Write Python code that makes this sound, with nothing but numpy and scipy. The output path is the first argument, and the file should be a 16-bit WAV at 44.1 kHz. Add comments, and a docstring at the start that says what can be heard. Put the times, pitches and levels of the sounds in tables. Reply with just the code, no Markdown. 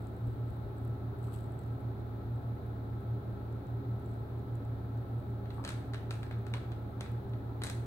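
"""A dog cracks dry kibble over its bowl in a small tiled room: each pellet snaps, rings and sheds crumbs.
A cat laps water almost silently; tongues and lips make a few soft, wet smacks.
Underneath, household motors, probably a refrigerator, hum at nearly equal pitches and throb against
each other over a fan's rush. Fingers tick, rub and bump faintly on the hand-held camera, to the left."""
import sys
import numpy as np
from scipy import signal
from scipy.fft import rfft, irfft, next_fast_len
from scipy.io import wavfile
from scipy.ndimage import map_coordinates

SR = 44100
rng = np.random.default_rng(int(sys.argv[2]) if len(sys.argv) > 2 else 0)


def dump(signal):
    """Clip the signal to [-1, 1] and save it as 16-bit WAV at the path in sys.argv[1]."""
    limited = np.clip(np.atleast_2d(signal).T, -1, 1)
    pcm = np.round(limited * 32767).astype(np.int16)
    wavfile.write(sys.argv[1], SR, pcm)


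N = 346625


def amp(db):
    """Decibels to gain."""
    return 10 ** (np.asarray(db) / 20)


def unit(x):
    """Scale to rms 1."""
    return x / np.sqrt(np.mean(x ** 2) + 1e-20)


def curve_at(points, hz):
    """Read a breakpoint curve on a log frequency axis."""
    freqs, values = np.transpose(points)
    return np.interp(np.log(hz + 1), np.log(freqs + 1), values)


def panned(db):
    """Stereo gains that put the left channel db above the right."""
    return amp(np.array([[db], [-db]]) / 2)


def wobble(rate):
    """Smooth random modulation, rate knots a second."""
    knots = rng.standard_normal(int(N * rate / SR) + 4)
    return map_coordinates(knots, [np.arange(N) * rate / SR])


def scattered(count):
    """Rising random places between 0 and 1, one in each equal part."""
    return (np.arange(count) + rng.random(count)) / count


def eq(x, gain):
    """Zero-phase EQ; gain is a function of frequency."""
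    n = x.shape[-1]
    padded = next_fast_len(n + 8192)
    return irfft(rfft(x, padded) * gain(np.fft.rfftfreq(padded, 1 / SR)), padded)[..., :n]


def ringing_eq(x, colour_db):
    """Minimum-phase EQ: resonances ring after the hit, never before it."""
    n = len(x)
    cepstrum = irfft(np.log(amp(colour_db(np.fft.rfftfreq(n, 1 / SR)))), n)
    cepstrum[1:n // 2] *= 2
    cepstrum[n // 2 + 1:] = 0
    return irfft(rfft(x) * np.exp(rfft(cepstrum)), n)


def snap(rise_s, swarm, colour_db, size=2048):
    """One sharp slip in a brief cloud of tiny ones; swarm is their joint strength against it."""
    age = np.arange(size) / SR / rise_s
    slips = age * np.exp(-age) * rng.standard_normal(size)
    slips = swarm * slips / np.linalg.norm(slips)
    slips[np.argmin(np.abs(age - 1))] += 1
    return unit(ringing_eq(slips, colour_db)) * np.sqrt(SR / 1000 / size)  # energy of 1 ms at rms 1


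# stereo image of the room tone: f/Hz, left-right correlation
ROOM_CORRELATION = [(60, 0.91), (130, 0.93), (290, 0.79), (640, 0.44), (1400, -0.29), (3000, 0.0068)]
def diffuse_noise(gain):
    """Room noise of rms 1: nearly mono in the bass, wide in the treble."""
    def mid_side_gain(hz):
        width = np.arccos(np.clip(curve_at(ROOM_CORRELATION, hz), -1, 1)) / 2
        return gain(hz) * np.array([np.cos(width), np.sin(width)])
    mid, side = eq(rng.standard_normal((2, N)), mid_side_gain)
    return unit(np.array([mid + side, mid - side]))


# dark rush of the fan: f/Hz, relative level/dB
FAN_EQ = [(25, -6), (45, -7.5), (90, 4.5), (200, 1.5), (400, -1), (520, -5), (760, -5.5), (1000, -13),
          (1450, -14.5), (2000, -24), (2900, -32.5), (4000, -27.5), (5500, -46.5), (9000, -53.5)]
# resonances of the humming cabinet: f/Hz, width/Hz, level/dB
CABINET_MODES = [(114.7, 8.9, -50.5), (137.6, 7.4, -57), (198.4, 18, -59), (276.2, 17.6, -58),
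                 (398.4, 20.6, -59), (840, 52, -67.5), (1317, 62, -65.5)]
def fan():
    """Moving air lays a steady bed and stirs the cabinet's resonances."""
    air = amp(-48) * diffuse_noise(lambda hz: amp(curve_at(FAN_EQ, hz)))
    for centre, width, db in CABINET_MODES:
        air += amp(db) * diffuse_noise(lambda hz: 1 / (1 + ((hz - centre) / width * 1.52) ** 2))
    return air


# the loudest motor's pitch sags and recovers: t/s, f/Hz
MOTOR_GLIDE = [(0, 113.75), (2, 113.73), (2.6, 113.62), (4.3, 113.61), (5.2, 113.5), (6, 113.51),
               (7, 113.6), (7.8, 113.85)]
# two steady motor tones that beat against it: f/Hz
BEATING_HZ = [118.54, 120.01]
# the gliding tone, then the two steady ones: level/dB
BEATING_DB = [-41, -47, -47.5]
# weaker motor and fan tones: f/Hz, level/dB, pan left/dB
HUM_TONES = [(49.4, -66.5, 0.5), (58.5, -55.5, 3), (60, -70, 6.5), (78.86, -49, -2), (196.9, -60, -3),
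             (226.7, -64, -10.5), (268.3, -58.5, -3.5), (296, -64, -1), (345.5, -61, 0.5),
             (361.7, -65, -0.5), (356, -73.5, -6), (394.4, -61.5, 3), (478, -75, -2), (598, -73, 4),
             (675, -77.5, -4.5), (836, -68.5, 12.5), (883, -78, 0.5), (1048, -77.5, 0.5), (1309, -73, 3.5),
             (1514, -84.5, 2.5), (2230, -90.5, 3.5)]
def motors(in_phase_s=3.127):
    """Three close tones throb, swelling together at in_phase_s; weaker tones waver around them."""
    t = np.arange(N) / SR
    glide = np.cumsum(np.interp(t, *np.transpose(MOTOR_GLIDE))) / SR
    cycles = [glide - np.interp(in_phase_s, t, glide)] + [hz * (t - in_phase_s) for hz in BEATING_HZ]
    throb = sum(amp(db) * np.cos(2 * np.pi * c) for c, db in zip(cycles, BEATING_DB))
    tones = throb * panned(-1.4)
    for hz, db, pan_db in HUM_TONES:
        drift = .0013 * hz * wobble(4)  # higher orders feel a change of speed more
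        tones += amp(db) * panned(pan_db) * np.cos(2 * np.pi * (hz * t + rng.random()) + drift)
    return np.sqrt(2) * tones


# tone of the camera's case: f/Hz, relative level/dB
CASE_EQ = [(1500, -16), (2500, -1), (4000, -1.5), (6000, -13), (7800, -2), (9300, -8), (12000, -7.5),
           (15000, -20)]
# finger slides, each at its crest: t/s, level/dB
FINGER_RUBS = [(0.01, -74.5), (.27, -77.5), (.49, -79), (.8, -80), (1.25, -71), (1.335, -65), (1.6, -77),
               (4.09, -77.5), (5.18, -80), (5.56, -72)]
def finger_rubs(rise_s=.03, fall_s=.093):
    """Skin sticks and slips on the case: grainy rubs that swell quickly and die away."""
    t = np.arange(N) / SR
    swells = [amp(db) * np.exp(-np.maximum((s - t) / rise_s, (t - s) / fall_s)) for s, db in FINGER_RUBS]
    grain = unit(amp(4.5 * wobble(250)) * rng.standard_normal((2, N)))
    return np.max(swells, axis=0) * unit(eq(grain, lambda hz: amp(curve_at(CASE_EQ, hz))))


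# finger ticks on the camera: t/s, level/dB, centre f/Hz
FINGER_TICKS = [(0.07, -55, 7530), (0.7821, -59, 7930), (0.85, -53.5, 12200), (0.8774, -56, 14900),
                (1.2296, -56, 8300), (1.3374, -48, 11400), (1.3613, -50.5, 7780), (1.5908, -52, 8000),
                (1.6352, -59, 6340), (3.998, -58, 15100), (4.0597, -58, 7750), (4.554, -54, 7460),
                (5.5393, -59, 7920), (7.1172, -53, 14700)]
def finger_ticks(faint_db=-62, faint_hz=8500):
    """Fingertips tick thinly on the case; the restless grip scatters fainter ticks between them."""
    track = np.zeros((2, N))
    faint = [(s, rng.normal(faint_db, 2.5), faint_hz * rng.lognormal(0, .3))
             for s in N / SR * scattered(count=24)]
    for s, db, centre in list(FINGER_TICKS) + faint:
        colour = lambda hz: curve_at(CASE_EQ, hz) - 18 * np.abs(np.log2((hz + 100) / centre))
        left, right = snap(.00071, 1.4, colour), snap(.00072, 2, colour)
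        add(track, s, amp(db - 8) * np.array([left, right]))
    return track


def add(track, s, sound):
    """Mix a stereo sound into the track at time s."""
    part = track[:, max(round(s * SR), 0):][:, :sound.shape[1]]
    part += sound[:, :part.shape[1]]


# handling bumps: t/s, level/dB, f/Hz
GRIP_BUMPS = [(.27, -42, 60), (.33, -40, 60), (.5, -41, 58), (0.644, -41, 62), (0.811, -40, 250),
              (1.129, -45, 330), (2.255, -47, 60), (7.25, -48, 52)]
def grip_bumps():
    """The hand shifts its grip: dull bumps that die within a few cycles."""
    track, t = np.zeros((2, N)), np.arange(SR // 8) / SR
    for s, db, hz in GRIP_BUMPS:
        cycles = hz * t
        envelope = 2 * cycles * np.exp(-1.6 * cycles)
        add(track, s, amp(db + 6) * panned(4) * envelope * np.sin(2 * np.pi * cycles))
    return track


# decay of the tiled room: f/Hz, t60/s
ROOM_DECAY = [(300, 0.65), (1500, 0.64), (4000, 0.51), (11000, 0.48)]
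def reverb(x, tail_db, early_db, early_t60):
    """Early reflections off bowl, floor and wall, then the room's tail; new for every sound."""
    hz, t, spectrum = signal.stft(rng.standard_normal((2, SR // 2)), SR, nperseg=256)
    decay = amp(-60 * t / curve_at(ROOM_DECAY, hz)[:, None])
    tail = signal.istft(spectrum * decay, SR, nperseg=256)[1]
    t = np.arange(tail.shape[1]) / SR
    tail *= 1 - np.exp(-t / .0018)
    sparse = rng.standard_normal(tail.shape) ** 3
    early = sparse * (1 - np.exp(-t / .002)) * amp(-60 * t / early_t60)
    response = amp(tail_db) * tail / np.linalg.norm(tail[0])
    response += amp(early_db) * early / np.linalg.norm(early[0])
    return signal.fftconvolve(x[None], response, axes=1)


# soft wet smacks of tongue and lips: t/s, level/dB, starting f/Hz
WET_SMACKS = [(1.125, -43, 1000), (1.283, -41, 1210), (5.582, -36.5, 1110), (5.596, -35.5, 830),
              (7.494, -39, 806)]
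def wet_smacks():
    """A small wet cavity opens and rings for a few cycles, rising in pitch."""
    track, t = np.zeros((2, N)), np.arange(SR // 20) / SR
    envelope = np.exp(-t / .0012) * (1 - np.exp(-t / .001))
    for s, db, hz in WET_SMACKS:
        pop = amp(db + 5) * envelope * np.sin(2 * np.pi * hz * t * (1 + 3 * t))
        add(track, s, panned(5) * pop)
        add(track, s, reverb(pop, tail_db=4.5, early_db=-5, early_t60=.051))
    return track


# tone of breaking kibble: f/Hz, relative level/dB
KIBBLE_EQ = [(200, -13), (600, 4.5), (1000, 0.5), (1550, 4), (2200, -2.5), (3000, -9.5), (4000, -5.5),
             (5200, -13), (6600, -9), (8200, -6), (10500, -10), (12500, -19.5), (15000, -34.5)]
def pellet_colour(treble_db, crunch_db=6, ring_hz=2690, ring_db=6, half_width_hz=96):
    """One pellet's EQ curve in dB: kibble tilted by the mouth, with four sharp resonances of its own."""
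    tilt = [(2000, 0), (4000, crunch_db + .21 * treble_db), (7500, treble_db)]
    pitches = ring_hz * rng.lognormal(0, .303, size=(4, 1))
    rings = lambda hz: np.max(ring_db / (1 + ((hz - pitches) / half_width_hz) ** 2), axis=0)
    return lambda hz: curve_at(KIBBLE_EQ, hz) + curve_at(tilt, hz) + rings(hz)


def from_left(x):
    """Place a sound slightly left: it reaches the right microphone softer and 6 samples later."""
    return panned(1.5) * np.array([x, np.roll(x, shift=6)])


# the dog's teeth snap a pellet: t/s, level/dB, treble/dB
KIBBLE_CRACKS = [(5.4564, -50, -21), (5.504, -45.5, -18), (5.64, -44, -5), (5.649, -33.5, -7),
                 (5.6763, -36, -5), (5.6894, -34.5, -2.5), (5.7037, -39.5, -4), (5.9349, -39.5, -9.5),
                 (5.9437, -37.5, -16), (6.108, -34.5, -4.5), (6.2305, -41, -11.5), (6.3104, -39, -18.5),
                 (6.4658, -44.5, -9), (6.5379, -31.5, -12), (6.718, -46, -12), (7.008, -35.5, -7.5),
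                 (7.06, -46, -16), (7.3352, -49, -25), (7.618, -36, -13), (7.636, -31, 4.5),
                 (7.647, -39, -6), (7.668, -36.5, -4), (7.6979, -36, 2)]
def chewing(rise_s=.0008, send_db=-3, crumb_db=-11, crumb_span_s=.05, crumb_fade_db_per_s=160):
    """Pellets fracture between teeth: bright with open jaws, dull when the lips close over them."""
    track = np.zeros((2, N))
    for s, db, treble_db in KIBBLE_CRACKS:
        colour = pellet_colour(treble_db)
        add(track, s, amp(db) * from_left(snap(rise_s, swarm=3.8, colour_db=colour)))
        # the room hears the fracture from all sides, which evens out its colour
        send = snap(rise_s, swarm=0, colour_db=colour)
        add(track, s, amp(db + send_db) * reverb(send, tail_db=1, early_db=-3, early_t60=.049))
        # crumbs give way just after the main fracture, ever weaker
        for wait in crumb_span_s * scattered(count=5):
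            gain = amp(db + crumb_db - crumb_fade_db_per_s * wait)
            crumb = gain * snap(.00057, swarm=2.8, colour_db=colour)
            add(track, s + .003 + wait, from_left(crumb))
    return track


def scene():
    """The mix: motor and fan bed, the animals, and handling noise near the left microphone."""
    bed = motors() + fan()
    animals = chewing() + wet_smacks()
    handling = finger_rubs() + finger_ticks() + grip_bumps()
    return bed + animals + handling * panned(6.4)


# colouring of the microphone ports: f/Hz, pan left/dB
PORT_BALANCE = [(500, 0.5), (1300, 2), (2400, -2), (4000, 3.5), (5400, -9), (6800, -9), (8000, 14.5),
                (9500, 4), (11500, 12.5), (15000, -1.5)]
# microphone hiss: f/Hz, relative level/dB
HISS_EQ = [(2000, -23), (6000, -13), (9500, -12), (11500, -5), (13500, -5), (15500, 1)]
TOP_HZ = 15830
def record(dry):
    """Each port colours the treble its own way; the electronics hiss; nothing passes above TOP_HZ."""
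    heard = eq(dry, lambda hz: amp(np.array([[.5], [-.5]]) * curve_at(PORT_BALANCE, hz)))
    noise = eq(rng.standard_normal((2, N)), lambda hz: amp(curve_at(HISS_EQ, hz)) * (hz < TOP_HZ))
    hiss = amp(-74.5) * unit(noise) * panned(1.2)
    return eq(heard + hiss, lambda hz: hz < TOP_HZ)


dry = scene()
out = record(dry)
dump(out)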